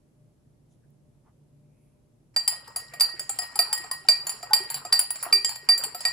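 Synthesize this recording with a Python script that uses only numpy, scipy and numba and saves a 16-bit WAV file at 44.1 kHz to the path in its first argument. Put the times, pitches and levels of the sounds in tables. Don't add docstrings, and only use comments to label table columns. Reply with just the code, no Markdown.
import sys
import numpy as np
from scipy import signal
from scipy.fft import rfft, irfft, next_fast_len
from scipy.io import wavfile
from scipy.ndimage import uniform_filter1d
from numba import njit

SR = 44100
rng = np.random.default_rng(int(sys.argv[2]) if len(sys.argv) > 2 else 0)


def int16_out(signal):
    q = np.round(np.clip(np.atleast_2d(signal).T, -1, 1) * 32767)
    wavfile.write(sys.argv[1], SR, q.astype(np.int16))


def attenuation_scalar(level_db):
    decades = np.asarray(level_db, float) / 20
    return 10 ** decades


N = 270009

# [s, dB, dB, Hz, dB]
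BLOWS = [(2.3629, -21, -33, 10300, -38), (3.0081, -10, -22.5, 9580, -55), (3.5906, -9, -20.5, 9630, -28),
         (4.0862, -8, -25.5, 9630, -22), (4.5333, -9, -17.5, 9740, -25.5), (4.9267, -8, -22.5, 10300, -39),
         (5.3273, -12, -23, 9610, -18.5), (5.6889, -9.5, -26.5, 10300, -26.5),
         (6.052, -13, -29, 10300, -27)]
# [s, dB, Hz, dB, dB]
GRAZES = [(2.9371, -41.5, 4765, -38.5, -52), (3.2936, -36.5, 4620, -20.5, -35), (3.84, -41, 4560, -40, -60),
          (4.2683, -31.5, 4490, -25.5, -33.5), (4.2941, -25.5, 4740, -25, -29.5),
          (4.4284, -32, 4760, -35, -51), (4.7013, -33, 4490, -30.5, -31),
          (4.743, -25.5, 4680, -26.5, -30.5), (5.1575, -42, 4520, -30.5, -62), (5.227, -35, 4690, -34, -27),
          (5.4919, -30, 4500, -29, -36.5), (5.5572, -36.5, 4590, -37, -40.5),
          (5.7776, -28, 4650, -31, -32.5), (5.8375, -25, 4576, -22.5, -26),
          (5.9468, -31.5, 4720, -37.5, -41)]
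# [s, dB, Hz, dB, dB]
TAPS = [(2.4774, -15, 4855, -17, -44.5), (2.6774, -42.5, 4920, -53, -62.5),
        (2.7609, -26, 4768, -26.5, -49.5), (2.9987, -20.5, 4800, -34, -54),
        (3.1949, -25, 4814, -29.5, -50.5), (3.3879, -22, 4890, -24.5, -43.5),
        (3.4196, -33, 4890, -44, -44.5), (3.5565, -30, 4825, -28, -62), (3.7286, -17.5, 4810, -21, -40.5),
        (3.7774, -34, 4870, -34, -43), (3.913, -25, 4790, -24.5, -40.5), (4.0867, -17.5, 4860, -46, -40.5),
        (4.5344, -17, 4867, -40, -41), (4.8505, -32.5, 4780, -40, -53), (4.9921, -19.5, 4804, -12, -53),
        (5.105, -28.5, 4754, -21, -51.5), (5.4465, -14.5, 4800, -30, -41), (6.0063, -30, 4870, -36, -63)]
# [Hz, dB, s]
NEAR_GLASS_MODES = [
    [(4332, -26, .3), (4553, -16, .12), (4834, -16, .1), (5260, -15, .033), (4712, -17, .28),
     (4270, -14, .017)],
    [(7520, -9, .06), (7602, -5, .12), (7280, -12, .073), (7830, -19.5, .066), (8390, -15, .1)],
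    [(9628, -3.5, .1), (9840, -8, .04), (10295, -4, .08), (10530, -7, .15), (10900, -10, .058),
     (11330, -8, .06)],
    [(11950, -2.5, .12), (12330, -7, .12), (12710, -7, .12), (15130, 3, .09), (14220, 3, .1),
     (15400, -5, .099)],
]
FAR_GLASS_MODES = [
    [(4100, -33, 0.11), (4940, -16, 0.088), (4570, -28, .18), (5400, -20.5, 0.036), (3130, -18.5, 0.074)],
    [(7350, -4, 0.084), (6750, -18.5, 0.23), (7710, -20.5, 0.081), (7415, -1, 0.13), (8610, -20, 0.14)],
    [(9316, -14, .027), (9900, -8, .038), (9445, -10, .06), (10550, -8, .12), (11030, -12, .04),
     (11330, -18, .061)],
    [(13200, 0, 0.023), (12900, 0.5, 0.046), (14280, -11, .1), (14550, -12, 0.12), (14970, -1, 0.068),
     (15550, -8, .1)],
]
WALL_T60_S = [0.086, 0.045, 0.03]
# [Hz, s]
HANDLE_MODE = (1889, 0.5)
BOWL_MODE = (2385, 0.05)
# [s, dB, s]
FREE_RINGS = [(2.3623, -16, 0.02), (3.01, -24, .04), (4.0864, -18.5, 0.042), (4.924, -16.5, 0.047),
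              (5.3252, -12, 0.036), (5.6917, -13, 0.044), (6.0513, -22, 0.03)]
# [Hz, dB per Hz]
CRACK_SPECTRUM = [(200, -42), (700, 6.5), (1500, 1), (2500, -1.5), (3500, -3.5), (4700, 0.5), (6300, -1.5),
                  (7500, -10), (8800, -4.5), (10300, 4.5), (12200, -4), (13400, -21), (14800, -0.5),
                  (16500, -43)]
# [s, dB, Hz]
THUDS = [(2.363, -43, 846), (2.477, -33, 864), (2.677, -41, 920), (2.761, -39.5, 696), (2.935, -36.5, 698),
         (3.011, -34, 860), (3.295, -32.5, 786), (3.39, -32, 727), (3.421, -36.5, 730), (3.557, -30.5, 825),
         (3.592, -20.5, 705), (3.73, -30.5, 875), (3.843, -36, 742), (3.912, -30.5, 1060),
         (4.088, -28, 650), (4.271, -44, 790), (4.431, -30, 720), (4.704, -33, 914), (4.742, -38, 754),
         (4.85, -29, 717), (4.927, -42, 677), (4.993, -40, 890), (5.23, -38, 1120), (5.327, -30.5, 1210),
         (5.446, -51, 865), (5.493, -38, 866), (5.69, -28, 719), (5.84, -50, 803), (5.947, -30, 719),
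         (6.052, -30.5, 715)]
# [s, dB, Hz, s]
GULPS = [(3.696, -42, 856, 0.11), (4.049, -40.5, 780, .053), (4.508, -23.5, 857, 0.11),
         (5.263, -28, 700, 0.035), (5.515, -35, 898, 0.045)]
# [s, dB]
STIRRING = [(2.34, -63), (2.409, -79), (2.53, -69), (2.59, -54.5), (2.77, -55.5), (3.17, -52),
            (3.34, -56.5), (3.79, -49), (4.14, -57.5), (4.35, -51), (4.89, -49.5), (5.05, -71), (5.26, -41),
            (5.4, -49.5), (5.52, -57.5), (5.79, -52), (5.89, -49.5), (6.12, -48.5)]
# [Hz, dB]
SLOSH_BANDS = [(330, -2), (650, 1.0), (1150, 7), (1900, 2.5), (3200, -3), (5500, -2.5)]
# [Hz, s]
ROOM_T60_S = [(500, 0.28), (1300, 0.32), (3200, 0.34), (6500, 0.21), (12500, 0.12)]
# [Hz, dB]
DIFFUSE_SPECTRUM = [(200, 0), (3100, 0), (3550, -12), (4000, 0), (5550, 0), (5850, -26), (6550, -26),
                    (6850, 0), (8450, 0), (8900, -22), (9300, 0), (12500, -3), (13200, -28), (14000, 0)]
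# [s, s, Hz, Hz, dB]
RUSTLES = [(.73, .06, 3600, 700, -84), (.725, .06, 6500, 1800, -80), (.73, .06, 9800, 900, -81),
           (.845, .03, 1700, 400, -79), (1.281, .055, 1000, 500, -66), (1.8, .39, 2400, 500, -86),
           (1.852, .24, 10500, 2000, -83), (.905, .002, 12500, 6000, -70), (4.51, .01, 8000, 13000, -52),
           (4.255, .03, 11500, 2500, -60), (4.765, .07, 4100, 500, -50), (4.76, .06, 3000, 400, -53),
           (5.842, .025, 2900, 700, -44)]
# [Hz, dB per Hz]
HUM_SPECTRUM = [(25, -16), (48, -7.5), (90, -9.5), (250, -8.5), (500, -19), (800, -26.5), (1500, -36.5),
                (4000, -41), (7800, -39.5), (8700, -41), (10800, -37.5), (12800, -46), (13500, -68),
                (15500, -61)]
# [Hz, Hz, dB, dB]
FRIDGE_TONES = [(119, 8.9, -67, -1), (145.1, 8.8, -66, 4.5), (597.4, 11.6, -80.5, 1.2)]

BLOW_HZ, BLOW_SECOND_HZ, BLOW_SECOND_DB, BLOW_PAN_DB = 4701, 7440, -22, -4
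BLOW_HANDLE_DB, LOOSEN_DB_PER_S = -43.5, 1.5
GRAZE_SECOND_HZ, GRAZE_THIRD_HZ = 7230, 10530
GRAZE_HANDLE_DB, GRAZE_BOWL_DB, GRAZE_PAN_DB = -54.5, -47.5, -2.5
TAP_SECOND_HZ, TAP_THIRD_HZ = 7660, 9733
TAP_SECOND_DROP_DB, TAP_BOWL_DROP_DB, TAP_PAN_DB = -6.5, -29.5, -1.5
PLACE_SPREAD, PLACE_PAN_DB = .015, 2.1
TOP_SLOPE, TOP_DB = 0.81, -17.5
THUD_T60_S, THUD_LONGER_S_PER_DB = .05, .0004
FREE_T60_S, CHOKE_S = .3, .02
ROOM_DB, HUM_DB = -7, -64


def contacts():
    hits = []
    for start_s, wall_db, third_db, third_hz, bowl_db in BLOWS:
        handle_db = BLOW_HANDLE_DB + LOOSEN_DB_PER_S * (start_s - BLOWS[0][0])
        hits.append(dict(s=start_s, hz=[BLOW_HZ, BLOW_SECOND_HZ, third_hz],
                         db=[wall_db, BLOW_SECOND_DB, third_db],
                         handle=handle_db, bowl=bowl_db, pan=BLOW_PAN_DB, glass=NEAR_GLASS_MODES))
    place = rng.standard_normal((len(GRAZES + TAPS), 3))
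    for (start_s, wall_db, wall_hz, second_db, third_db), c in zip(GRAZES, place):
        second_hz = GRAZE_SECOND_HZ * (1 + PLACE_SPREAD * c[0])
        third_hz = GRAZE_THIRD_HZ * (1 + 2 * PLACE_SPREAD * c[1])
        hits.append(dict(s=start_s, hz=[wall_hz, second_hz, third_hz], db=[wall_db, second_db, third_db],
                         handle=GRAZE_HANDLE_DB, bowl=GRAZE_BOWL_DB,
                         pan=GRAZE_PAN_DB + PLACE_PAN_DB * c[2], glass=NEAR_GLASS_MODES))
    for (start_s, wall_db, wall_hz, third_db, handle_db), c in zip(TAPS, place[len(GRAZES):]):
        hits.append(dict(s=start_s, hz=[wall_hz, TAP_SECOND_HZ, TAP_THIRD_HZ],
                         db=[wall_db, wall_db + TAP_SECOND_DROP_DB, third_db],
                         handle=handle_db, bowl=wall_db + TAP_BOWL_DROP_DB,
                         pan=TAP_PAN_DB + PLACE_PAN_DB * c[2], glass=FAR_GLASS_MODES))
    for hit in hits:
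        hit["db"].append(TOP_DB + TOP_SLOPE * hit["db"][2])
    return sorted(hits, key=lambda hit: hit["s"])


def glass_walls(hits, scatter_db=4.0, detune=0.0011, port_lag_s=2.8e-5, lead_spread=1.0,
                burst_db=-6, burst_t60_s=0.07):
    rows = []
    for hit in hits:
        main_hz = hit["hz"]
        band_db = np.array(hit["db"]) + [-3.5, -2.5, 1.5, 4.0]
        modes = list(zip(main_hz, band_db, WALL_T60_S))
        modes.append((BOWL_MODE[0], hit["bowl"] + 3.0, BOWL_MODE[1]))
        modes += [(hz, db + burst_db, burst_t60_s) for hz, db in zip(main_hz, band_db)]
        for top_db, group in zip(band_db, hit["glass"]):
            for hz, db, t60_s in group:
                already_db = -25 * (20 < abs(hz - main_hz[0]) < 70)
                modes.append((hz, top_db + db + already_db, t60_s))
        chance = rng.standard_normal((len(modes), 3))
        chance[:7, :2] = chance[0, 2] = 0
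        chance[4:7, 2] = chance[:3, 2]
        for (hz, db, t60_s), c in zip(modes, chance):
            lead = 2 * np.pi * hz * port_lag_s + lead_spread * c[2]
            rows.append((hit["s"], hz * (1 + detune * c[0]), t60_s, attenuation_scalar(db + scatter_db * c[1]),
                         attenuation_scalar(hit["pan"] / 4), lead))
    return ring(np.array(rows), 0.00042)


def free_ring(lead=0.76):
    rows = [(start_s, BLOW_HZ, FREE_T60_S, attenuation_scalar(level_db), attenuation_scalar(BLOW_PAN_DB / 4), lead)
            for start_s, level_db, _ in FREE_RINGS]
    t = np.arange(N) / SR
    gate = sum((t >= start_s) * (t < start_s + length_s) for start_s, _, length_s in FREE_RINGS)
    k = int(CHOKE_S * SR)
    choke = uniform_filter1d(1. * gate, k, origin=k // 2 - 1)
    return ring(np.array(rows), 0.00088) * np.maximum(gate, choke)


def cracks(hits, crack_db=-7, fast_s=0.0043, rattle_s=0.049):
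    blows = np.zeros(N)
    for hit in hits:
        blows[int(hit["s"] * SR)] = attenuation_scalar(np.dot([0.2, 0.52, 0.16, 0.04], hit["db"]) + crack_db)
    blows = uniform_filter1d(blows, size=40, origin=-20)

    def fade(tau_s):
        return signal.lfilter([1], [1, -np.exp(-1 / (tau_s * SR))], blows)

    noise = level(colour(pair(0.42), CRACK_SPECTRUM), 0)
    rattle = colour(noise, DIFFUSE_SPECTRUM) * attenuation_scalar(-14.0 + 5.9 * walk(70)) * fade(rattle_s)
    return noise * fade(fast_s) + rattle


def base_thuds(over_db=-11):
    thuds = list(GULPS)
    for start_s, peak_db, pitch_hz in THUDS:
        thuds.append((start_s, peak_db, pitch_hz, THUD_T60_S - THUD_LONGER_S_PER_DB * (peak_db + 21.5)))
    chance = rng.standard_normal((len(thuds), 3))
    rows = []
    for (start_s, peak_db, pitch_hz, t60_s), c in zip(thuds, chance):
        partials = [(1, 0, 0.042), (0.519, over_db - 13, c[0]), (1.1, over_db, c[1]), (1.75, over_db + 1.5, c[2])]
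        for ratio, rel_db, a in partials:
            gain = attenuation_scalar(peak_db + 4.0 + rel_db * t60_s / 0.068)
            rows.append((start_s, pitch_hz * ratio * (1 + 0.066 * a), np.clip(t60_s, .015, .3), gain,
                         1., 0.51 + 0.73 * a))
    return ring(np.array(rows), 0.0032)


def spoon_handle(hits, flutter_db=5.5, lead=1.0, grip_s=0.0031):
    start_s, level_db = np.transpose([(hit["s"], hit["handle"]) for hit in hits])
    pitch_hz, t60_s = HANDLE_MODE
    t = np.arange(N) / SR
    last = np.searchsorted(start_s, t) - 1
    decay_db = -60 * np.abs(t - start_s[last]) / t60_s
    fade = (last >= 0) * attenuation_scalar(level_db[last] + 7.5 + decay_db + flutter_db * walk(30))
    phase = 2 * np.pi * (pitch_hz * t + 0.22 * walk(6))
    return uniform_filter1d(fade, int(grip_s * SR)) * np.sin(phase + lead * np.array([[1], [0]]))


def gurgles(count=260, size_db=3, over_db=3.0, t60_s=0.044):
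    effort_s, effort_db = np.transpose(STIRRING)
    when, pitch, size, lead = rng.random((count, 4)).T
    start_s = effort_s[0] + when * (effort_s[-1] - effort_s[0])
    gain = attenuation_scalar(np.interp(start_s, effort_s, effort_db) + over_db - size_db * np.log(size)) * attenuation_scalar(-12 * pitch)
    rows = [start_s, 330 * 11 ** pitch, t60_s * (1.5 - pitch), gain, np.ones(count), 0.86 * lead]
    return ring(np.transpose(rows), 0.0016)


def sloshing(grain_db=3.5):
    effort_s, effort_db = np.transpose(STIRRING)
    noise = pair(0.25)
    slosh = 0
    for pitch_hz, level_db in SLOSH_BANDS:
        flicker = attenuation_scalar(level_db + 5 * walk(25) + grain_db * walk(300))
        slosh = slosh + flicker * band(noise, pitch_hz, 0.63 * pitch_hz)
    return level(slosh, 1.8) * attenuation_scalar(np.interp(np.arange(N) / SR, effort_s, effort_db, left=-150))


def room(x, gap_s=0.0023):
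    t = np.arange(SR // 2) / SR
    noise = pair(0.12)[:, :len(t)]
    tail = sum(band(noise, hz, hz) * attenuation_scalar(-60 * t / t60_s) for hz, t60_s in ROOM_T60_S)
    tail = tail * (1 - np.exp(-t / gap_s))
    return signal.fftconvolve(x, tail / np.sqrt(np.sum(tail ** 2) / 2), axes=1)[:, :N]


def rustles():
    t, noise = np.arange(N) / SR, pair(0.75)
    out = 0
    for start_s, length_s, pitch_hz, width_hz, level_db in RUSTLES:
        swell = np.exp(-((t - start_s) / length_s * 2) ** 2)
        out = out + level(band(noise, pitch_hz, width_hz), level_db) * swell
    return out


def kitchen():
    bass = signal.butter(1, 300, fs=SR)
    shared, apart = pair(1.0), pair(0.049)
    air = signal.lfilter(*bass, shared) + apart - signal.lfilter(*bass, apart)
    out = level(colour(air, HUM_SPECTRUM), HUM_DB)
    for pitch_hz, width_hz, level_db, waver_db in FRIDGE_TONES:
        tone = level(band(pair(0.88), pitch_hz, width_hz), level_db)
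        out = out + tone * attenuation_scalar(waver_db * walk(11.0))
    return out


@njit
def ring(rows, rise_s):
    out = np.zeros((2, N))
    for s, hz, t60, gain, pan, lead in rows:
        step = np.exp(2j * np.pi * hz / SR - np.log(1000) / (t60 * SR))
        z, turn = gain + 0j, np.exp(1j * lead)
        onset, onset_step = 1., np.exp(-1 / (rise_s * SR))
        for i in range(int(s * SR), min(N, int((s + 1.2 * t60) * SR))):
            z, onset = z * step, onset * onset_step
            out[0, i] += (z * turn).imag * (1 - onset) * pan
            out[1, i] += z.imag * (1 - onset) / pan
    return out


def level(x, db):
    return x * attenuation_scalar(db) / np.sqrt(np.mean(x ** 2))


def colour(x, points):
    hz, db = np.transpose(points)
    size = next_fast_len(N)
    log_hz = np.log(np.linspace(1, SR / 2, size // 2 + 1))
    return irfft(rfft(x, size) * attenuation_scalar(np.interp(log_hz, np.log(hz), db)), size)[:, :N]


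def band(x, hz, width_hz):
    edges = [hz - width_hz / 2, hz + width_hz / 2]
    return signal.sosfilt(signal.butter(2, edges, "band", fs=SR, output="sos"), x)


def pair(alike):
    mid, side = rng.standard_normal((2, N))
    alike = np.clip(alike, 0, 1)
    return np.sqrt(1 + alike) * mid + np.sqrt(1 - alike) * side * np.array([[1], [-1]])


def walk(rate_hz):
    k = int(SR / rate_hz)
    held = np.repeat(rng.standard_normal(N // k + 1), k)
    return uniform_filter1d(uniform_filter1d(held, k), k)[:N]


def scene():
    hits = contacts()
    near = glass_walls(hits) + free_ring() + cracks(hits) + base_thuds() + spoon_handle(hits) + gurgles()
    diffuse = attenuation_scalar(ROOM_DB) * room(near) + sloshing()
    return near + colour(diffuse, DIFFUSE_SPECTRUM) + rustles() + kitchen()


def band_limit(x):
    return signal.sosfilt(signal.butter(12, 16970, fs=SR, output="sos"), x)


def record(dry):
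    mix = np.clip(dry, -1, 1)
    return band_limit(mix)


dry = scene()
out = record(dry)
int16_out(out)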